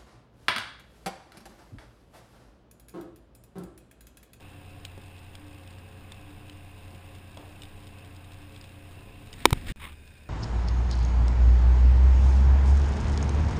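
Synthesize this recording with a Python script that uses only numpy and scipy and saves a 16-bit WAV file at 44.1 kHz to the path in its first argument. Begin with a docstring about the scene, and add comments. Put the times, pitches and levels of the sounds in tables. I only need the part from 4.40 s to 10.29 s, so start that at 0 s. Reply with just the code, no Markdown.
"""A fire engine's six-cylinder diesel holds a governed 1200 rpm for its pump, across a car park, with a
whirring fan, a hissing valve and a rush of air and water. A burning house crackles and thuds behind it.
Near 4.7 s a hand starts to rub the camera's case; from 5.05 s knocks set the case ringing. At 5.32 s the
sound drops out for an instant. It resumes further off with a soft pop, a lower engine hum, the fire
and one more brush over the case."""
import sys
import numpy as np
from scipy import signal
from scipy.fft import rfft, irfft, next_fast_len
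from scipy.io import wavfile
from scipy.ndimage import uniform_filter1d

SR = 44100
rng = np.random.default_rng(int(sys.argv[2]) if len(sys.argv) > 2 else 0)


def file_out(sig):
    """Save sig as 16-bit WAV at sys.argv[1]."""
    # one column per channel
    cols = np.atleast_2d(sig).T
    # limit, then scale
    lim = np.clip(cols, -1, 1)
    pcm = np.round(lim * 32767).astype(np.int16)
    wavfile.write(sys.argv[1], SR, pcm)


N = 259749
T = np.arange(N) / SR
CYCLE_HZ = 10.017  # four-stroke cycles a second, each two crank turns and six firings


def undb(db):
    """Decibels to amplitude ratio."""
    return 10 ** (np.asarray(db) / 20)


def level(x, db):
    """Normalisation to an rms level."""
    return x * undb(db) / np.sqrt(np.mean(x ** 2))


def noise():
    """Gaussian white noise."""
    return rng.standard_normal(N)


def colour(x, points):
    """Minimum-phase filter through (Hz, dB) points, made by folding the cepstrum."""
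    hz, db = np.transpose(points)
    f = np.maximum(np.fft.rfftfreq(2 * N, 1 / SR), 1)
    skirts = np.minimum(f / hz[0], 1) ** 2 * np.minimum(hz[-1] / f, 1) ** 2
    curve = undb(np.interp(np.log(f), np.log(hz), db)) * skirts
    size = next_fast_len(2 * N)
    gain = np.interp(np.fft.rfftfreq(size, 1 / SR), f, curve)
    cepstrum = irfft(np.log(gain), size)
    cepstrum[1:size // 2] *= 2
    cepstrum[size // 2:] = 0
    return irfft(rfft(x, size) * np.exp(rfft(cepstrum)), size)[:N]


def band(lo_hz, hi_hz):
    """Band-limited noise, rms 1."""
    return level(signal.sosfilt(signal.butter(2, [lo_hz, hi_hz], "band", fs=SR, output="sos"), noise()), 0)


def walk(rate):
    """Random modulation: values held for 1 / rate s and smoothed twice, rms 1."""
    k = int(SR / rate)
    held = np.repeat(rng.standard_normal(N // k + 2), k)
    return level(uniform_filter1d(uniform_filter1d(held, k), k)[:N], 0)


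def fade(start, t60):
    """Exponential decay from a sudden onset, 60 dB in t60 seconds."""
    return (T >= start) * np.exp(-np.log(1000) * np.clip((T - start) / t60, 0, 10))


def swell(middle, half):
    """Gaussian envelope: 1 at its middle, 1/e a half-length away."""
    return np.exp(-np.minimum(((T - middle) / half) ** 2, 50))


def tones(rows):
    """Random modulation of amplitude and phase spreads each tone into a narrow band."""
    return sum(level(np.real((walk(width) + 1j * walk(width)) * np.exp(2j * np.pi * hz * T)), db)
               for hz, width, db in rows)


def diesel(waver_db=1.5, slip_cycles=.0015, locked_db=-62, loose_db=-62, clatter_waver_db=1.15):
    """Periodic firing gives harmonics of the cycle rate; the block's clatter is part periodic, part random."""
    # Each row: multiple of the cycle rate, level in dB. The cylinders fire at multiple 6.
    orders = [(6, -66.5), (8, -85), (9, -50), (10, -60), (11, -71.5), (12, -59), (13, -65), (15, -67.5),
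              (16, -63.5), (20, -73), (21, -66.5), (30, -76), (32, -71), (37, -76.5), (41, -74), (51, -75),
              (54, -70.5), (67, -77.5), (69, -72), (73, -71), (78, -77.5), (81, -73.5), (88, -79.5),
              (102, -73.5), (106, -80.5), (111, -84)]
    # Each row: frequency in Hz, relative spectral density in dB.
    block_spectrum = [(130, -3), (300, 1.5), (450, -4), (600, -11), (760, -6.5), (1050, -1.5), (1380, -6.5),
                      (1620, 0.5), (2000, -12.5), (3000, -11)]
    cycles = CYCLE_HZ * T + slip_cycles * walk(2.01)  # the governor hunts very slightly
    drone = 0
    for k, db in orders:
        waver = waver_db * np.sqrt(k / 20) * walk(3.97)  # moving air disturbs short waves most
        drone = drone + undb(db + waver) * np.sqrt(2) * np.sin(2 * np.pi * (k * cycles + rng.random()))
    bins = int(SR / CYCLE_HZ) // 2
    one_cycle = irfft(np.exp(2j * np.pi * rng.random(bins)) * (.5 + rng.random(bins)))
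    pattern = np.interp(cycles, np.arange(len(one_cycle)) / len(one_cycle), one_cycle, period=1)
    lowpass = signal.butter(2, 1100, fs=SR, output="sos")  # the low part repeats best
    locked = signal.sosfilt(lowpass, colour(pattern, block_spectrum))
    clatter = level(locked, locked_db) + level(colour(noise(), block_spectrum), loose_db)
    return drone + clatter * undb(clatter_waver_db * walk(5.6))


def fan(blade_hz=292.6, blade_db=-64.5, drift=.014, waver_db=1.8, flutter_hz=22, flutter_db=-63):
    """The cooling fan's blade-passing tone drifts, flutters and swells among weaker fan and pump tones."""
    # Each row: time of the peak in seconds, half-length in seconds, rise in dB.
    swells = [(.37, 0.066, 11.5), (1.043, 0.05, 10), (2.005, .17, 4.5), (3.007, 0.034, 14), (4.047, .1, 7)]
    # Each row: frequency in Hz, width of its wander in Hz, level in dB.
    fan_and_pump = [(116, .5, -66), (195.5, 0.82, -67.5), (212.6, 5.4, -73), (395, 3.7, -75),
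                    (435.5, 12, -68.5), (525.5, 12, -73), (547, 22, -71), (712, 26, -70)]
    hz = blade_hz * (1 + drift * walk(9))
    db = blade_db + waver_db * walk(12) + sum(rise_db * swell(s, half) for s, half, rise_db in swells)
    blades = undb(db) * np.sqrt(2) * np.sin(2 * np.pi * np.cumsum(hz) / SR)
    return blades + tones([(blade_hz, flutter_hz, flutter_db)]) + tones(fan_and_pump)


def valve(hz=2630, width_hz=280, db=-62.5, flutter_db=1.5):
    """Flow noise: water under pressure sings through a valve in a narrow hiss."""
    return band(hz - width_hz / 2, hz + width_hz / 2) * undb(db + flutter_db * walk(40))


def rush(spectrum, db, throb=0.138, gust_db=-0.5):
    """Turbulence makes broadband noise, modulated a little by the firings and the breeze."""
    firing = 1 + throb * np.cos(2 * np.pi * 6 * CYCLE_HZ * T)
    return level(colour(noise() * firing * undb(gust_db * walk(14)), spectrum), db)


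def fire(snap_db=-7.5, ring_db=-4.5, ring_t60=0.014, crack_t60=0.015, echo_db=-23, echo_t60=0.084,
         crackle_db=-65.0, per_second=85, spread_db=4):
    """Burning timber emits impulses: loud cracks snap, ring and echo over a Poisson crackle of small ones."""
    # Each row: start in seconds, relative level in dB, ring frequency in Hz.
    cracks = [(.451, -24.5, 3850), (.616, -43.5, 3640), (0.953, -34, 3300), (1.72, -29.5, 3550),
              (2.0969, -35.5, 2950), (2.9728, -33.5, 3340), (3.22, -32, 2970), (3.234, -34, 3640),
              (3.4698, -38.5, 3700), (3.7647, -43, 5000), (4.1627, -37.5, 3390), (4.2123, -35.5, 4970),
              (4.241, -38.5, 3500), (4.9296, -30.5, 3024), (4.938, -32, 3730), (5.529, -40, 3680),
              (5.676, -36, 2610)]
    # Each row: frequency in Hz, relative spectral density in dB.
    crack_spectrum = [(300, -13), (1100, -12), (1600, -8), (2600, -0.5), (3800, 0.5), (4500, -1),
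                      (5200, -3), (8000, -7), (11000, -28.5), (15000, -25.5)]
    snaps = sum(undb(db) * (fade(s, crack_t60) + undb(echo_db) * fade(s, echo_t60)) for s, db, _ in cracks)
    rings = sum(undb(db) * fade(s, ring_t60) * np.sin(2 * np.pi * hz * (T - s)) for s, db, hz in cracks)
    onsets = rng.random(N) < per_second / SR
    pops = onsets * undb(spread_db * np.minimum(rng.exponential(size=N), 2.3))
    crackle = level(signal.fftconvolve(pops, fade(0, crack_t60))[:N], crackle_db)
    hiss = level(colour(noise(), crack_spectrum), 0)
    return hiss * (undb(snap_db) * snaps + crackle) + undb(ring_db) * rings


def thuds(edge_ratio=1.49):
    """Distant dull knocks: damped bursts of noise, over an octave wide."""
    # Each row: start in seconds, level in dB, centre frequency in Hz, t60 in seconds.
    bursts = [(.451, -46, 497, .03), (0.578, -43, 238, 0.1), (2.534, -44, 210, 0.17),
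              (2.97, -45, 645, 0.13), (2.996, -50.5, 520, 0.77), (4.571, -53, 299, 0.18),
              (4.66, -49.5, 229, 0.26)]
    return sum(undb(db) * band(hz / edge_ratio, hz * edge_ratio) * fade(s, t60) for s, db, hz, t60 in bursts)


def hand(spectrum, grain_db=3):
    """Sliding friction: skin rubs unevenly over the case and rocks it, each stroke speeding then slowing."""
    # Each row: time of the peak and half-length in seconds, rubbing level and rumble level in dB.
    strokes = [(4.72, 0.18, -72, -53), (5.032, 0.067, -52, -54), (5.164, 0.18, -53.5, -39.5),
               (5.295, 0.033, -42, -38), (5.447, 0.038, -44, -48), (5.513, .03, -56.5, -52.5)]
    # Each row: frequency in Hz, relative spectral density in dB.
    rumble_spectrum = [(10, 0), (35, 9.5), (100, -3.5), (260, -7), (450, -26.5), (1500, -49)]
    rub = level(colour(noise() * undb(grain_db * walk(300)), spectrum), 0)
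    rumble = level(colour(noise(), rumble_spectrum), 0)
    return sum(swell(s, half) * (undb(rub_db) * rub + undb(rumble_db) * rumble)
               for s, half, rub_db, rumble_db in strokes)


def blows(click_t60=0.0098, thump_s=0.0021, build_s=.0006, rebound=0.69, click_gain_db=7, lowest_hz=225):
    """Each impact excites the case's modes, clicks, and shoves the microphone in a swing that rebounds."""
    # Each row: time in seconds, then relative levels of ring, click and thump in dB.
    impacts = [(5.0547, -2.5, -7.5, -41), (5.106, -29.5, -29, -48), (5.1291, -18, -20.5, -9),
               (5.174, -46, -53, -27.5), (5.319, -57, -56, -24.5)]
    # Each row: frequency in Hz, relative level in dB, t60 in seconds.
    case_modes = [(270, -34, 0.22), (333, -30.5, .11), (382, -9, 0.021), (489, -4.5, 0.013),
                  (846, -1, 0.0083), (967, 0, 0.011), (1228, -12.5, .016), (2250, 0.5, 0.0086),
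                  (3000, -9.5, 0.0067), (3716, -8, 0.01)]
    # Each row: frequency in Hz, relative spectral density in dB.
    click_spectrum = [(200, -20), (700, -11), (1050, -4.5), (1500, -1.5), (2200, 0), (3600, -2), (5000, -7),
                      (6200, -11.5), (9500, -4), (12000, -15.5), (15000, -10.5)]
    grit = level(colour(noise(), click_spectrum), click_gain_db)
    knocks, thumps = 0, 0
    for s, ring_db, click_db, thump_db in impacts:
        age = np.maximum(T - s, 0)
        ring = sum(undb(db) * fade(s, t60) * np.sin(2 * np.pi * hz * age) for hz, db, t60 in case_modes)
        contact = 1 - np.exp(-age / build_s)
        knocks = knocks + contact * (2 * undb(ring_db) * ring + undb(click_db) * grit * fade(s, click_t60))
        swing = np.minimum(((T - s) / thump_s) ** 2, 100)
        thumps = thumps + undb(thump_db) * (1 - rebound * swing) * np.exp(-swing / 2)
    return signal.sosfilt(signal.butter(3, lowest_hz, "high", fs=SR, output="sos"), knocks) + thumps


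def far_hum():
    """The engine from further off: narrowband tones, a low hum under faint high ones."""
    # Each row: frequency in Hz, width of its wander in Hz, level in dB.
    partials = [(76, 1.98, -55), (1010, 40, -76), (1570, 16, -76), (2470, 160, -66), (3640, 200, -74)]
    return tones(partials)


def port(x):
    """Resonances and antiresonances of the microphone port colour the airborne sound."""
    # Each row: frequency in Hz, width in Hz, gain in dB.
    peaks_and_dips = [(3740, 260, 2.5), (4480, 1100, -6.5), (5010, 540, 4), (5970, 606, -19),
                      (7700, 300, -8.5), (8320, 840, 5), (9395, 460, 10), (14630, 740, 13)]
    for hz, width, db in peaks_and_dips:
        b, a = signal.iirpeak(hz, hz / (width * undb(-db / 2)), fs=SR)
        x = x + (undb(db) - 1) * signal.lfilter(b, a, x)
    return x


def scene(dropout_s=5.324, resume_s=5.36, far_fire_db=-4, pop_db=-38, pop_t60=0.046):
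    """Superposition of the sources at the near position and, after a gap, at the far one."""
    # Spectra of the rush of air and water and of the hand's rubbing, at each position.
    # Each row: frequency in Hz, relative spectral density in dB.
    near_rush = [(8, -10), (18, 3.5), (45, -6), (80, -5.5), (170, -17.5), (330, -22.5), (450, -23),
                 (750, -20), (1100, -24), (1400, -32.5), (2100, -23.5), (3600, -26), (4400, -29),
                 (15000, -43.5)]
    near_rub = [(200, 9), (650, -7), (1100, -6), (1900, 3.5), (2700, -1.5), (3800, -1), (5000, -6.5),
                (7000, -10), (8300, -11.5), (10000, -18), (11500, -26), (14500, -22)]
    far_rush = [(18, -1.5), (80, -3), (150, -12.5), (300, -17.5), (600, -23), (1250, -32), (1620, -22),
                (2000, -28), (2550, -22), (3200, -32.5), (5000, -31.5), (9500, -40), (11500, -48.5),
                (14800, -46)]
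    far_brush = [(200, -4), (700, -7.5), (1100, 4), (1450, -5), (2200, 2), (2700, -2), (3700, -4.5),
                 (5000, -17), (7000, -19), (8300, -16), (10000, -17.5), (11500, -26), (14500, -23)]
    flames = fire()
    air = diesel() + fan() + valve() + rush(near_rush, db=-52.5) + flames + thuds() + hand(near_rub)
    near = port(air) + blows()  # blows reach the microphone through the case
    far = port(far_hum() + rush(far_rush, db=-52.0) + undb(far_fire_db) * flames + hand(far_brush))
    closing = np.clip((dropout_s - T) / 0.0028, 0, 1)
    pop = undb(pop_db) * fade(resume_s, pop_t60)
    noise_floor = rush(far_rush, db=-74.0)
    return (near * closing + far * (T > resume_s) + pop + noise_floor)[None]


def record(dry):
    """Overload flattens the hardest blow's peaks; a steep low-pass removes the top treble."""
    lowpass = signal.ellip(10, .2, 90, 15350, fs=SR, output="sos")
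    return signal.sosfilt(lowpass, np.clip(dry, -1, 1))


dry = scene()
out = record(dry)
file_out(out)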